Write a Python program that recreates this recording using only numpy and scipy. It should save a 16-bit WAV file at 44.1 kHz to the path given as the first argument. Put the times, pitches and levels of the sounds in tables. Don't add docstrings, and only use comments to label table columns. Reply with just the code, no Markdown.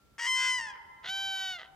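import sys
import numpy as np
from scipy import signal
from scipy.fft import rfft, irfft, next_fast_len
from scipy.io import wavfile

SR = 44100
rng = np.random.default_rng(int(sys.argv[2]) if len(sys.argv) > 2 else 0)


def waveform_to_disk(signal):
    frames = np.transpose(np.atleast_2d(signal))
    scaled = np.clip(frames, -1, 1) * 32767
    samples = np.round(scaled).astype(np.int16)
    wavfile.write(sys.argv[1], SR, samples)


def invert_db(level):
    return 10 ** (np.asarray(level, dtype=float) / 20)


N = 77175
T = np.arange(N) / SR
SIZE = next_fast_len(2 * N)
HZ = np.fft.rfftfreq(SIZE, 1 / SR)
CLEAN, HAZE, RASP = .004, .022, .15
FAST_SHAKE, PIPE_SHAKE, HALF = .4235, .0915, .5
SLOW_FADE_S = .09


def rms_one(x):
    return x / np.sqrt(np.mean(x ** 2) + 1e-20)


def at_hz(points, hz):
    p = np.array(points, float)
    return np.interp(np.log(hz + 1), np.log(p[:, 0]), p[:, 1])


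def drift(rate_hz):
    r = np.exp(-2 * np.pi * rate_hz / SR)
    wander = signal.lfilter([1], [1, -2 * r, r * r], rng.standard_normal(N + SR))
    return rms_one(wander[SR:])


def bands(shape):
    edges = 20 * 2 ** np.arange(0, 10.1, .5)
    white = rng.standard_normal((2, 2, N))
    out = 0
    for k, (low, high) in enumerate(zip(edges, edges[1:])):
        band = signal.butter(2, [low, high], "band", fs=SR, output="sos")
        mid, side = signal.sosfilt(band, white[k % 2])
        gain, alike = shape(np.sqrt(low * high))
        out = out + gain * (np.sqrt(1 + alike) * mid + np.sqrt(1 - alike) * side * [[1], [-1]])
    return out


def wind():
    # freq_hz, level_db
    colour = [(20, -1), (70, -2), (180, -10), (550, -16.5), (1100, -21), (2500, -24.5), (4200, -27.5),
              (15500, -34.5)]
    # freq_hz, likeness (0-1)
    likeness = [(30, 0.98), (100, 0.7), (500, 0.31), (3000, 0), (12000, 0.033)]
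    gust_db = 2.0 * drift(2.4) + 2.0 * drift(25)
    air = bands(lambda hz: (invert_db(at_hz(colour, hz) + gust_db * (hz < 400)), at_hz(likeness, hz)))
    air = signal.sosfilt(signal.butter(2, 51, "high", fs=SR, output="sos"), air)
    return invert_db(-65.5) * rms_one(air)


def distant_hum():
    hum_hz, hum_db = 1361, -73
    level = invert_db(hum_db + 2 * drift(4)) * np.sqrt(2)
    return level * np.sin(2 * np.pi * hum_hz * T + .3 * drift(5))


def soft_knock():
    centre_s, knock_hz, width_s = 1.092, 165, .0035
    late = T - centre_s
    knock = invert_db(-52) * np.exp(-.5 * (late / width_s) ** 2) * np.sin(2 * np.pi * knock_hz * late)
    return knock * invert_db(np.array([[2.5], [-2.5]]))


def trees(x):
    # freq_hz, t60_s
    far_t60 = [(700, 4), (1100, 2.0), (2000, 2), (3200, 1.0), (8000, 1)]
    # freq_hz, level_db
    colour = [(500, -6), (800, -10.5), (1100, -11.5), (2000, -24), (3100, -23.5), (4200, -24.5),
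              (8000, -47)]
    start_s, swell_s = 0.046, 0.021
    bushes_db, bushes_t60_s = 4, 0.44
    late = np.maximum(T - start_s, 0)
    swell = (1 - np.exp(-late / swell_s)) / np.sqrt(SR / 10)
    near = invert_db(bushes_db - 60 * late / bushes_t60_s)

    def returns(hz):
        far = invert_db(-60 * late / at_hz(far_t60, hz))
        return swell * invert_db(at_hz(colour, hz)) * (near + far), .1

    return irfft(rfft(bands(returns), SIZE) * rfft(x, SIZE), SIZE)[:, :N]


def place(x, side, lead):
    half = np.array([[.5], [-.5]])
    level = invert_db(half * at_hz(side, HZ))
    turn = np.exp(1j * half * at_hz(lead, HZ))
    return irfft(rfft(x, SIZE) * level * turn, SIZE)[:, :N]


def windpipe(x, pipe, note_hz, hollows, laps):
    floor_hz = 418
    returned = 0.11
    db = at_hz([(k * note_hz, d) for k, d in pipe] + [(SR / 2, -70)], HZ)
    db = db - sum(d * np.exp(-.5 * ((HZ - f) / w) ** 2) for f, w, d in hollows)
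    db = db - 10 * np.log10(1 + (floor_hz / (HZ + 20)) ** 6)
    cep = irfft(np.log(invert_db(db)), SIZE)
    cep[1:SIZE // 2] *= 2
    cep[SIZE // 2 + 1:] = 0
    response = np.exp(rfft(cep))
    trips = (1 - returned) / (1 - returned * np.exp(-2j * np.pi * HZ * laps / note_hz))
    return irfft(rfft(x, SIZE) * response * trips, SIZE)[:N]


def syrinx(rows, shakes, pulses, pulse_db, dull_start):
    jitter_hz = 550
    dulling_db = 0.28
    spread_rad = 0.22
    start_s, pitch_hz, level_db, jitter_rad = np.transpose(rows)
    hz = np.interp(T, start_s, pitch_hz)
    db = np.interp(T, start_s, level_db, left=-200, right=-200)
    cycle = 2 * np.pi * np.cumsum(hz) / SR
    rough = np.interp(T, start_s, jitter_rad)
    phase = cycle + rough * drift(jitter_hz)
    strength = 1 + 1.1 * rough * drift(jitter_hz)

    for start, end, fade, share, swing, depth in shakes:
        fades = np.clip(np.minimum(T - start, end - T) / (2 * fade), 0, 1)
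        on = np.sin(np.pi / 2 * fades) ** 2
        phase = phase + on * swing * np.sin(share * cycle)
        strength = strength * (1 + on * depth * np.cos(share * cycle))

    dull = dulling_db * (db - level_db.max()) * np.where(T > start_s[level_db.argmax()], 1, dull_start)
    train = 0
    for k in range(1, 24):
        harmonic = np.cos(k * phase - spread_rad * k ** 2) * (k * hz < 16000)
        train = train + invert_db(dull * np.log2(k)) * harmonic

    lone = np.full(N, 1e-18)
    for at, peak_db in pulses:
        lone[int(at * SR)] = -invert_db(peak_db + pulse_db)
    soft = signal.sosfilt(signal.butter(2, 2250, fs=SR, output="sos"), lone)
    return train * strength * invert_db(db) + soft


def first_crane():
    # start_s, pitch_hz, level_db, jitter_rad
    rise = [
        (.180, 875.5, -85, 0.72),
        (.183, 854, -43.5, 0.59),
        (.198, 948, -35.5, 0.34),
        (.212, 944, -34.5, RASP),
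        (.262, 960, -29, RASP),
        (.274, 1036, -29.5, RASP),
        (.295, 1031, -28.5, HAZE),
    ]
    hold = [
        (.38, 1029, -28, HAZE),
        (0.441, 1027, -27.5, 0.098),
        (.50, 1024, -27, HAZE),
        (0.557, 1012, -29, HAZE),
        (0.579, 993, -30.5, HAZE),
    ]
    fall = [
        (0.587, 975.4, -30, 0.049),
        (0.595, 939.4, -33, 0.12),
        (0.61, 924, -32.5, .04),
        (.654, 897.4, -35.5, HAZE),
        (0.666, 867.4, -36.5, 0.049),
        (0.712, 818, -39, HAZE),
        (.728, 800, -48, 0.11),
        (0.784, 750, -53, .7),
        (.80, 805, -95.5, .8),
    ]
    # start_s, end_s, fade_s, rate (share of pitch), swing_rad, depth (0-1)
    shakes = [
        (0.182, 0.305, 0.028, PIPE_SHAKE, 0.39, .15),
        (.32, 0.556, 0.057, FAST_SHAKE, 0.33, 0.16),
        (0.596, 0.617, 0.0043, 0.1, 0.25, 1),
        (0.633, 0.732, 0.015, 0.076, 0.24, 0.43),
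    ]
    # start_s, peak_db
    pulses = [(.1815, -46), (.738, -53), (.757, -49), (.778, -53)]
    # harmonic of the held note (number), level_db
    pipe = [(1, -9.5), (2, 2.5), (3, 0.5), (4, -20.5), (5, -8), (6, -13), (7, -18.5), (8, -16.5),
            (9, -26.5), (10, -32), (11, -29.5), (12, -39), (13, -33.5), (14, -43)]
    # freq_hz, width_hz, depth_db (negative is a peak)
    hollows = [(695, 114, 7), (2626, 277, 13), (3690, 156, 11.5), (1226, 97, -3)]
    voice = syrinx(rise + hold + fall, shakes, pulses, pulse_db=37, dull_start=0.047)
    return -windpipe(voice, pipe, note_hz=1031, hollows=hollows, laps=12)


def second_crane():
    # start_s, pitch_hz, level_db, jitter_rad
    rise = [
        (1.03, 640, -56.5, 0.4),
        (1.043, 661.5, -48, 0.25),
        (1.058, 689.5, -44, 0.71),
        (1.075, 746.6, -40, 0.33),
        (1.098, 757, -34, 0.045),
        (1.115, 772, -35.5, CLEAN),
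    ]
    fall = [
        (1.212, 777, -35.5, CLEAN),
        (1.32, 769.8, -35, CLEAN),
        (1.438, 763, -35, 0.0072),
        (1.521, 746.3, -36, .012),
        (1.553, 713, -39.5, .012),
        (1.564, 701.4, -40, 0.011),
        (1.583, 679, -48, 0.034),
        (1.589, 628, -43.5, 0.36),
        (1.68, 691, -54, 0.7),
    ]
    # start_s, end_s, fade_s, rate (share of pitch), swing_rad, depth (0-1)
    shakes = [
        (1.024, 1.099, 0.045, .28, 0.53, 0.23),
        (1.03, 1.096, 0.019, .1, 0.32, 0.32),
        (1.29, 1.666, SLOW_FADE_S, HALF, 0.037, 0.22),
    ]
    # start_s, peak_db
    pulses = [(1.037, -56), (1.045, -42), (1.047, -45), (1.0545, -48), (1.059, -44), (1.5955, -45),
              (1.603, -51), (1.616, -42), (1.632, -45), (1.643, -52), (1.659, -54)]
    # harmonic of the held note (number), level_db
    pipe = [(1, -11), (2, -1.5), (3, -11), (4, 2), (5, -3.5), (6, -10), (7, -16), (8, -16.5), (9, -17.5),
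            (10, -34.5), (11, -30), (12, -26.5), (13, -40), (14, -30), (15, -31), (16, -22), (17, -34)]
    # freq_hz, width_hz, depth_db (negative is a peak)
    hollows = [(1088, 50, 9), (2015, 102, -13.5)]
    voice = syrinx(rise + fall, shakes, pulses, pulse_db=36, dull_start=0.56)
    return windpipe(voice, pipe, note_hz=775, hollows=hollows, laps=9)


def scene():
    # freq_hz, level_db
    first_side = [(60, -12), (180, 24), (550, -7), (1650, 3.5), (4970, 1.5), (15000, 1)]
    second_side = [(60, 0.0), (180, 0.0), (550, -0.77), (1650, -1.2), (4970, 0.9), (15000, -1.5)]
    # freq_hz, phase_rad
    first_lead = [(0, 0), (8530, 0.62), (9130, 5.5), (12400, 9.5), (14100, 17.5), (15200, 10.5)]
    second_lead = [(0, 0), (950, 0.63), (7240, 0.64), (8180, 0.2), (9040, -6), (15200, -3.5)]
    one, two = first_crane(), second_crane()
    birds = place(one, first_side, first_lead) + place(two, second_side, second_lead)
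    echo = trees(one + two * invert_db(-6))
    return birds + echo + wind() + distant_hum() + soft_knock()


def top_cut(x):
    return signal.sosfilt(signal.butter(12, 15680, fs=SR, output="sos"), x)


def record(dry):
    return top_cut(dry)


dry = scene()
out = record(dry)
waveform_to_disk(out)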